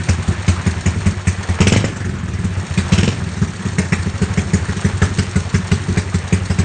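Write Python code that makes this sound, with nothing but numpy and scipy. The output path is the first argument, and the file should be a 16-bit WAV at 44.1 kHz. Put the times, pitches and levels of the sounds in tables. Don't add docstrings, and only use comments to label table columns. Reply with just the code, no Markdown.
import sys
import numpy as np
from scipy import signal
from scipy.fft import rfft, irfft, next_fast_len
from scipy.io import wavfile
from scipy.ndimage import uniform_filter1d, map_coordinates

SR = 44100
rng = np.random.default_rng(int(sys.argv[2]) if len(sys.argv) > 2 else 0)


def unload_wav(signal):
    wavfile.write(
        sys.argv[1],
        SR,
        np.round(np.clip(np.atleast_2d(signal).T, -1, 1) * 32767).astype(np.int16),
    )


def magnitude_from_level(level_db):
    exponent = np.asarray(level_db, float) / 20
    return 10 ** exponent


N = 292824

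# delay_s, level_db
WALL_ECHOES = [(.011, -16), (0.026, -17.5), (0.049, -19.5), (0.061, -21)]
# band_hz, t60_s
YARD_DECAY = [(80, 0.14), (500, 0.27), (3000, 0.25), (9000, 0.057)]
# band_hz, level_db
WHIR_SPECTRUM = [(260, -21), (450, -1), (795, -1.5), (903, -0.5), (1700, -0.5), (2250, -4), (2420, -5),
                 (3240, -10), (4230, -16), (8380, -27.5), (9270, -50), (12100, -58.5), (20400, -120)]
# time_s, whir_db, tick_db
RUNNING_LEVELS = [(0.0, -31, -30), (0.6, -32.5, -30), (1.35, -34.5, -29.5), (1.55, -31.5, -29.5),
                  (1.7, -31, -40.5), (1.87, -35.5, -60), (2.42, -36.5, -40), (2.74, -34.5, -28.5),
                  (2.94, -30.5, -30), (3.16, -35, -35), (3.92, -34, -32), (5.05, -33, -28.5),
                  (6.64, -33.5, -32)]
# pitch_hz, width_hz, level_db
CASE_RESONANCES = [(1830, 110, 3), (2620, 270, -6.5), (3730, 810, -4.5), (4500, 200, -0.5),
                   (5350, 430, -4.5), (6430, 750, -1), (6980, 650, -1), (8610, 260, -1)]
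# pitch_hz, width_hz, level_db
INTAKE_RESONANCES = [(2170, 310, -2.5), (2586, 250, 0.5), (2999, 350, -0.5), (5550, 450, -6.5),
                     (6600, 350, -11.5)]
# start_s, open_for_s, rasp_db, speed_gain_cycles_per_s, boom_gain_hz
BLIP_LIST = [(1.585, .3, -21, 15.5, 21), (2.916, .21, -19.5, 10, 13.1)]
# start_s, boom_db, bark_db, jet_db, rise_ms
FIRING_LIST = [(-0.107, -1.5, 10, -20, 11), (0.085, 5, 3, -16, 11), (0.2733, 4, 3, -25, 23),
               (0.4783, 3.5, 0, -15.5, 3.4), (0.6617, 2.5, 2.5, -20, 11), (0.8574, 4.5, 4, -19.5, 19),
               (1.058, 4.5, 3, -19, 12), (1.2691, 3, -2.5, -17, 5.5), (1.486, 2, -1, -23.8, 14),
               (1.6031, 2.5, 3.5, -14.5, 2.5), (1.6685, 2, -1.5, -13.5, 0.7), (1.721, 1.5, 4, -15, 1.1),
               (1.7613, 3.5, 0.5, -17, 0.6), (1.8416, -2.5, -0.5, -21.5, 0.72),
               (2.4393, -3.5, -1, -28.5, 10), (2.6328, -37, -9.5, -40, 6.3), (2.7742, -2, 2, -17, 6.8),
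               (2.92, 1.5, 4.5, -15, 5.5), (2.9778, 1, 4, -19, 5.7), (3.0296, -7, 1.5, -21.5, 2.5),
               (3.0765, -0.5, 0, -24.5, 1.3), (3.3653, -10, -7.5, -32, 12), (3.4154, -1, 2.4, -25, 8.6),
               (3.5911, -30, -3, -36, 26), (3.651, -8, -0.5, -29, 9.7), (3.782, -5.5, 2, -18.5, 8),
               (3.9206, -5, -0.5, -17, 4.9), (4.0603, -5, -2.5, -33, 7.1), (4.2152, -1.5, 0.5, -20.5, 5.6),
               (4.373, -0.5, 1.5, -18.5, 8), (4.5329, -0.5, 1, -17.5, 5), (4.6841, -3, -2.5, -30, 9.7),
               (4.7638, -12, -8, -28, 3.9), (4.8449, -1.5, 2.5, -21, 6.3), (5.0164, 2, 3, -15.5, 7.8),
               (5.1826, 0, 1.3, -18, 6.9), (5.3561, -1, 0.8, -19.5, 7.7), (5.5397, 1, 3, -19, 7.7),
               (5.7143, 2.2, 4.5, -18, 11), (5.8811, -1.5, 4, -29.5, 21), (5.9708, -1.5, -2.5, -17, 2.5),
               (6.1406, -2.5, -3, -23, 4.8), (6.3243, 1.5, -1.5, -18.5, 2.1), (6.497, -1, -3, -21, 7),
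               (6.585, 1.5, -1.5, -18.5, 4.7)]
# boom_db, bark_db, jet_db
MISS_SPREAD_DB = [2, 1.5, 3.5]
# pitch_hz, level_db, t60_s
PIPE_MODES = [(63.8, -12, 0.1), (89.14, -5, 0.2), (143.7, 8.5, 0.024), (198.3, -1, 0.062),
              (223.3, -17, 0.19), (248.2, -6, 0.023), (303, -31.5, .1), (356.3, -6.5, 0.026),
              (386.6, -22.5, 0.13), (414.8, -16, 0.093)]
# time_s, level_db
SHELL_NEARNESS = [(0, -4), (3.3, -4), (4.3, 2), (6.64, 1)]
# pitch_hz, level_db, t60_s
OUTLET_CRACK = [(1464, -8.5, 0.11), (1827, 2, 0.043), (2043, -2, 0.062), (2470, -9.5, 0.04)]
# band_hz, level_db
JET_SPECTRUM = [(290, -0.5), (500, -2), (646, -4), (921, -5.5), (2040, -4), (3050, -11), (3360, -12),
                (4620, -11), (5030, -11.5), (6670, -7), (9270, -12), (12100, -45), (20400, -120)]
# band_hz, level_db
CHURN_SPECTRUM = [(25, -47), (50, 1), (70, -14.5), (90, -2.5), (130, 2), (185, 0), (280, -13), (335, -13),
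                  (362, -8.5), (400, -14), (520, -28.5), (900, -40.5)]

BOOM_HZ, SHELL_HZ = 120, 375
IDLE_HZ = 89
HOT_DAMPING = 3.5
IDLE_CYCLES_PER_S, SPIN_UP_S, COAST_S = 10.6, 0.18, 0.76
WARM_UP_S, COOL_S = 0.2, 0.12
OPEN_S, CLOSE_S, SAG_DB_PER_S = 0.02, 0.045, 22.5
MISS_BOOM_DB, MISS_BARK_DB, MISS_JET_DB, MISS_RISE_MS = -6.5, -22, -39.5, 5.2
MISS_FADE_DB = 0.05
BARK_DB_PER_SPEED, JET_DB_PER_SPEED = 0.85, 0.4133
MISS_SHARP = 1.04
INTAKE_SHARE, INTAKE_BOOM_DB, INTAKE_FOLLOWS = 0.495, -14.5, 0.64


def unit(x):
    return x / np.sqrt(np.mean(x ** 2) + 1e-20)


def along(points, hz):
    f, v = np.transpose(points)
    return np.interp(np.log(hz + 1), np.log(f + 1), v)


def wobble(rate):
    return map_coordinates(rng.standard_normal(int(N * rate / SR) + 4), [np.arange(N) * rate / SR])


def filtered(x, response):
    m = next_fast_len(N + SR // 2)
    return irfft(rfft(x, m) * response(np.fft.rfftfreq(m, 1 / SR)), m)[:N]


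def shaped(x, spectrum):
    return unit(filtered(x, lambda hz: magnitude_from_level(along(spectrum, hz))))


def noise(spectrum):
    return shaped(rng.standard_normal(N), spectrum)


def resonant(x, peaks):
    def response(f):
        total = 0
        for k, (centre, width, db) in enumerate(peaks):
            band = 1j * f * width
            total = total + (-1) ** k * magnitude_from_level(db) * band / (centre * centre - f * f + band)
        return total
    return unit(filtered(x, response))


def patchy(x, depth_db):
    z = signal.stft(x, nperseg=256)[2]
    field = uniform_filter1d(rng.standard_normal(z.shape), size=4, axis=0)
    field = uniform_filter1d(field, size=8, axis=1)
    return unit(signal.istft(z * magnitude_from_level(depth_db * unit(field)), nperseg=256)[1][:N])


def add(track, s, sound):
    i = round(s * SR)
    part = track[max(i, 0):max(i + len(sound), 0)]
    part += sound[max(-i, 0):][:len(part)]


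def attack(t, rise_s):
    return 1 - np.exp(-t / rise_s)


def running(column):
    rows = np.transpose(RUNNING_LEVELS)
    return magnitude_from_level(np.interp(np.arange(N) / SR, rows[0], rows[column]))


def yard(x):
    hz, t, z = signal.stft(rng.standard_normal(SR // 2), SR, nperseg=256)
    decay = magnitude_from_level(-60 * t / along(YARD_DECAY, hz)[:, None])
    tail = signal.istft(z * decay, SR, nperseg=256)[1]
    answer = magnitude_from_level(-17) * np.pad(tail / np.linalg.norm(tail), (SR // 50, 0))
    for s, db in WALL_ECHOES:
        answer[round(s * SR)] += magnitude_from_level(db)
    return signal.fftconvolve(x, answer)[:N]


def after_blips(s, column, climb_s, fall_s):
    total = 0
    for row in BLIP_LIST:
        climb = np.clip((s - row[0]) / climb_s, 0, 1)
        fall = np.exp(-np.maximum(s - row[0] - row[1], 0) / fall_s)
        total = total + row[column] * climb * fall
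    return total


def boom_pitch(s):
    return IDLE_HZ + after_blips(s, 4, WARM_UP_S, COOL_S)


def cycles():
    clock = np.arange(-SR // 4, N) / SR
    extra = after_blips(clock, 3, SPIN_UP_S, COAST_S)
    turned = np.cumsum(IDLE_CYCLES_PER_S + extra) / SR
    rows = [(s, boom, bark, jet, boom_pitch(s), rise) for s, boom, bark, jet, rise in FIRING_LIST]
    at = np.interp(np.transpose(FIRING_LIST)[0], clock, turned)
    chance = rng.standard_normal((len(FIRING_LIST), 16, 3)) * MISS_SPREAD_DB
    for first, last, luck in zip(at, at[1:], chance):
        count = max(round(last - first), 1)
        between = np.linspace(first, last, count + 1)[1:-1]
        for k, s in enumerate(np.interp(between, turned, clock)):
            fast = np.interp(s, clock, extra)
            boom = MISS_BOOM_DB - MISS_FADE_DB * k
            bark = MISS_BARK_DB + BARK_DB_PER_SPEED * fast
            jet = MISS_JET_DB + JET_DB_PER_SPEED * fast
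            levels = np.array([boom, bark, jet]) + luck[k]
            rows.append((s, *levels, MISS_SHARP * boom_pitch(s), MISS_RISE_MS))
    return sorted(rows)


def chain_whir():
    strikes = (rng.random(N) < 600 / SR) * rng.standard_normal(N)
    grains = shaped(strikes * magnitude_from_level(3.7 * wobble(30)), WHIR_SPECTRUM)
    whir = magnitude_from_level(0.53 * wobble(14) + 0.73 * wobble(150)) * patchy(noise(WHIR_SPECTRUM), depth_db=2.5)
    return running(1) * (0.86 * whir + 0.54 * grains)


def valve_gear(strokes):
    starts = np.transpose(strokes)[0]
    seats = np.array([0.2, 0.45, 0.85])
    seat_db = np.array([-10, 0, -10])
    jitter = 0.0087 * rng.standard_normal((len(starts) - 1, len(seats)))
    times = starts[:-1, None] + np.diff(starts)[:, None] * (seats + jitter)
    sizes = seat_db + 2 * rng.standard_normal(times.shape)
    rattle = np.full(N, 0.15)
    t = np.arange(SR // 12) / SR
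    for s, size_db in zip(times.ravel(), sizes.ravel()):
        add(rattle, s, magnitude_from_level(size_db - 60 * t / 0.08) * attack(t, 0.004))
    clatter = resonant(rattle * magnitude_from_level(3 * wobble(500)) * rng.standard_normal(N), CASE_RESONANCES)
    return magnitude_from_level(-8) * running(2) * clatter


def throttle_snap():
    snap = np.zeros(N)
    t = np.arange(SR // 10) / SR
    for start, *_ in BLIP_LIST:
        add(snap, start + 0.0034, magnitude_from_level(-22 - 60 * t / 0.05))
    return snap * noise(WHIR_SPECTRUM)


def intake_rasp(strokes):
    clock = np.arange(N) / SR
    slide = np.zeros(N)
    for s, held, db, _, _ in BLIP_LIST:
        opening = (clock - s) / OPEN_S
        closing = 1 + (s + held - clock) / CLOSE_S
        slide += magnitude_from_level(db - SAG_DB_PER_S * np.abs(clock - s)) * np.clip(np.minimum(opening, closing), 0, 1)
    gulps = np.full(N, 0.15)
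    t = np.arange(SR // 10) / SR
    for start, _, _, jet_db, _, _ in strokes:
        add(gulps, start, magnitude_from_level(jet_db + 22.5 - 60 * t / 0.098) * attack(t, 0.0037))
    rasp = resonant(rng.standard_normal(N), INTAKE_RESONANCES)
    return slide * magnitude_from_level(3.7 * wobble(300)) * gulps * rasp


def pipe_columns():
    hz, db, t60 = np.transpose(PIPE_MODES)[:, :, None]
    sign = -(-1.0) ** np.arange(len(PIPE_MODES))[:, None]
    return hz, db, t60, sign


def intake_thumps(strokes):
    track = np.zeros(N)
    t = np.arange(SR // 4) / SR
    hz, db, t60, sign = pipe_columns()
    for (s, boom_db, _, _, boom_hz, _), (after, *_) in zip(strokes, strokes[1:]):
        level_db = db + INTAKE_BOOM_DB + INTAKE_FOLLOWS * boom_db
        tones = np.sin(2 * np.pi * hz * boom_hz / IDLE_HZ * t)
        thump = (hz < BOOM_HZ) * sign * magnitude_from_level(level_db - 60 * t / t60) * tones
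        add(track, s + INTAKE_SHARE * (after - s), attack(t, 0.0036) * thump.sum(axis=0))
    return track


def pipe_ring(strokes):
    ring = np.zeros(N)
    t = np.arange(SR // 4) / SR
    hz, db, t60, sign = pipe_columns()
    scatter = rng.standard_normal((len(strokes), len(PIPE_MODES), 1))
    for (s, boom_db, bark_db, _, boom_hz, rise_ms), chance in zip(strokes, scatter):
        ratio = boom_hz / IDLE_HZ
        level_db = db + np.where(hz < BOOM_HZ, boom_db, bark_db) + 0.6 * chance
        level_db = level_db + (hz > SHELL_HZ) * np.interp(s, *np.transpose(SHELL_NEARNESS))
        level_db = level_db + 1.67 * (hz > 230) * max(4 - rise_ms, 0)
        decay = magnitude_from_level(level_db - 60 * t / t60 * ratio ** HOT_DAMPING)
        modes = sign * decay * np.sin(2 * np.pi * hz * ratio * t)
        add(ring, s, attack(t, max(rise_ms, 0.5) / 1000) * modes.sum(axis=0))
    return ring


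def outlet_crack(strokes):
    crack = np.zeros(N)
    t = np.arange(SR // 4) / SR
    hz, db, t60 = np.transpose(OUTLET_CRACK)[:, :, None]
    spread = rng.standard_normal((len(strokes), 2, len(OUTLET_CRACK), 1))
    for (s, _, _, jet_db, _, _), (size, detune) in zip(strokes, spread):
        speed = 2 ** ((max(jet_db, -24) + 21.5) / 22)
        pitch = hz * speed * (1 + 0.04 * detune)
        tones = magnitude_from_level(db + 2 * size - 60 * t / t60) * np.sin(2 * np.pi * pitch * t)
        add(crack, s, magnitude_from_level(0.75 * jet_db - 7.5) * attack(t, 0.0025) * tones.sum(axis=0))
    return crack * magnitude_from_level(3.7 * wobble(600))


def gas_jet(strokes):
    jet = np.zeros(N)
    t = np.arange(SR // 4) / SR
    spit = magnitude_from_level(-60 * t / 0.13) + magnitude_from_level(-7.5 - 60 * t / 0.1)
    for s, _, _, jet_db, _, _ in strokes:
        add(jet, s, magnitude_from_level(jet_db + 1) * attack(t, 0.006) * spit)
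    return jet * patchy(noise(JET_SPECTRUM), depth_db=4.5)


def gas_churn(strokes):
    churn = np.zeros(N)
    t = np.arange(SR // 4) / SR
    for s, boom_db, bark_db, *_ in strokes:
        add(churn, s, magnitude_from_level(0.86 * max(boom_db, bark_db) - 60 * t / 0.27) * attack(t, 0.0087))
    return (magnitude_from_level(-22) * churn + magnitude_from_level(-35)) * magnitude_from_level(2 * wobble(22)) * noise(CHURN_SPECTRUM)


def exhaust(strokes):
    ring = pipe_ring(strokes) + intake_thumps(strokes)
    surge = magnitude_from_level(1.1 * np.clip(ring, -0.6, 0.35))
    outflow = gas_jet(strokes) + outlet_crack(strokes)
    return ring + gas_churn(strokes) + surge * magnitude_from_level(0.81 * wobble(250)) * outflow


def scene():
    strokes = cycles()
    mechanics = chain_whir() + valve_gear(strokes)
    engine = mechanics + throttle_snap() + intake_rasp(strokes) + exhaust(strokes)
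    return (engine + yard(engine))[None]


def roll_off(x):
    return signal.sosfilt(signal.butter(12, 9420, fs=SR, output="sos"), x)


def record(dry):
    low_hz, top_hz, ceiling = 31.5, 9103, 0.72

    def response(hz):
        bass_cut = hz ** 2 / (hz ** 2 + low_hz ** 2)
        return bass_cut / (1 + (hz / top_hz) ** 120)

    x = filtered(dry[0], response)
    x = x / (1 + np.abs(x / ceiling) ** 8) ** (1 / 8)
    return roll_off(x[None])


dry = scene()
out = record(dry)
unload_wav(out)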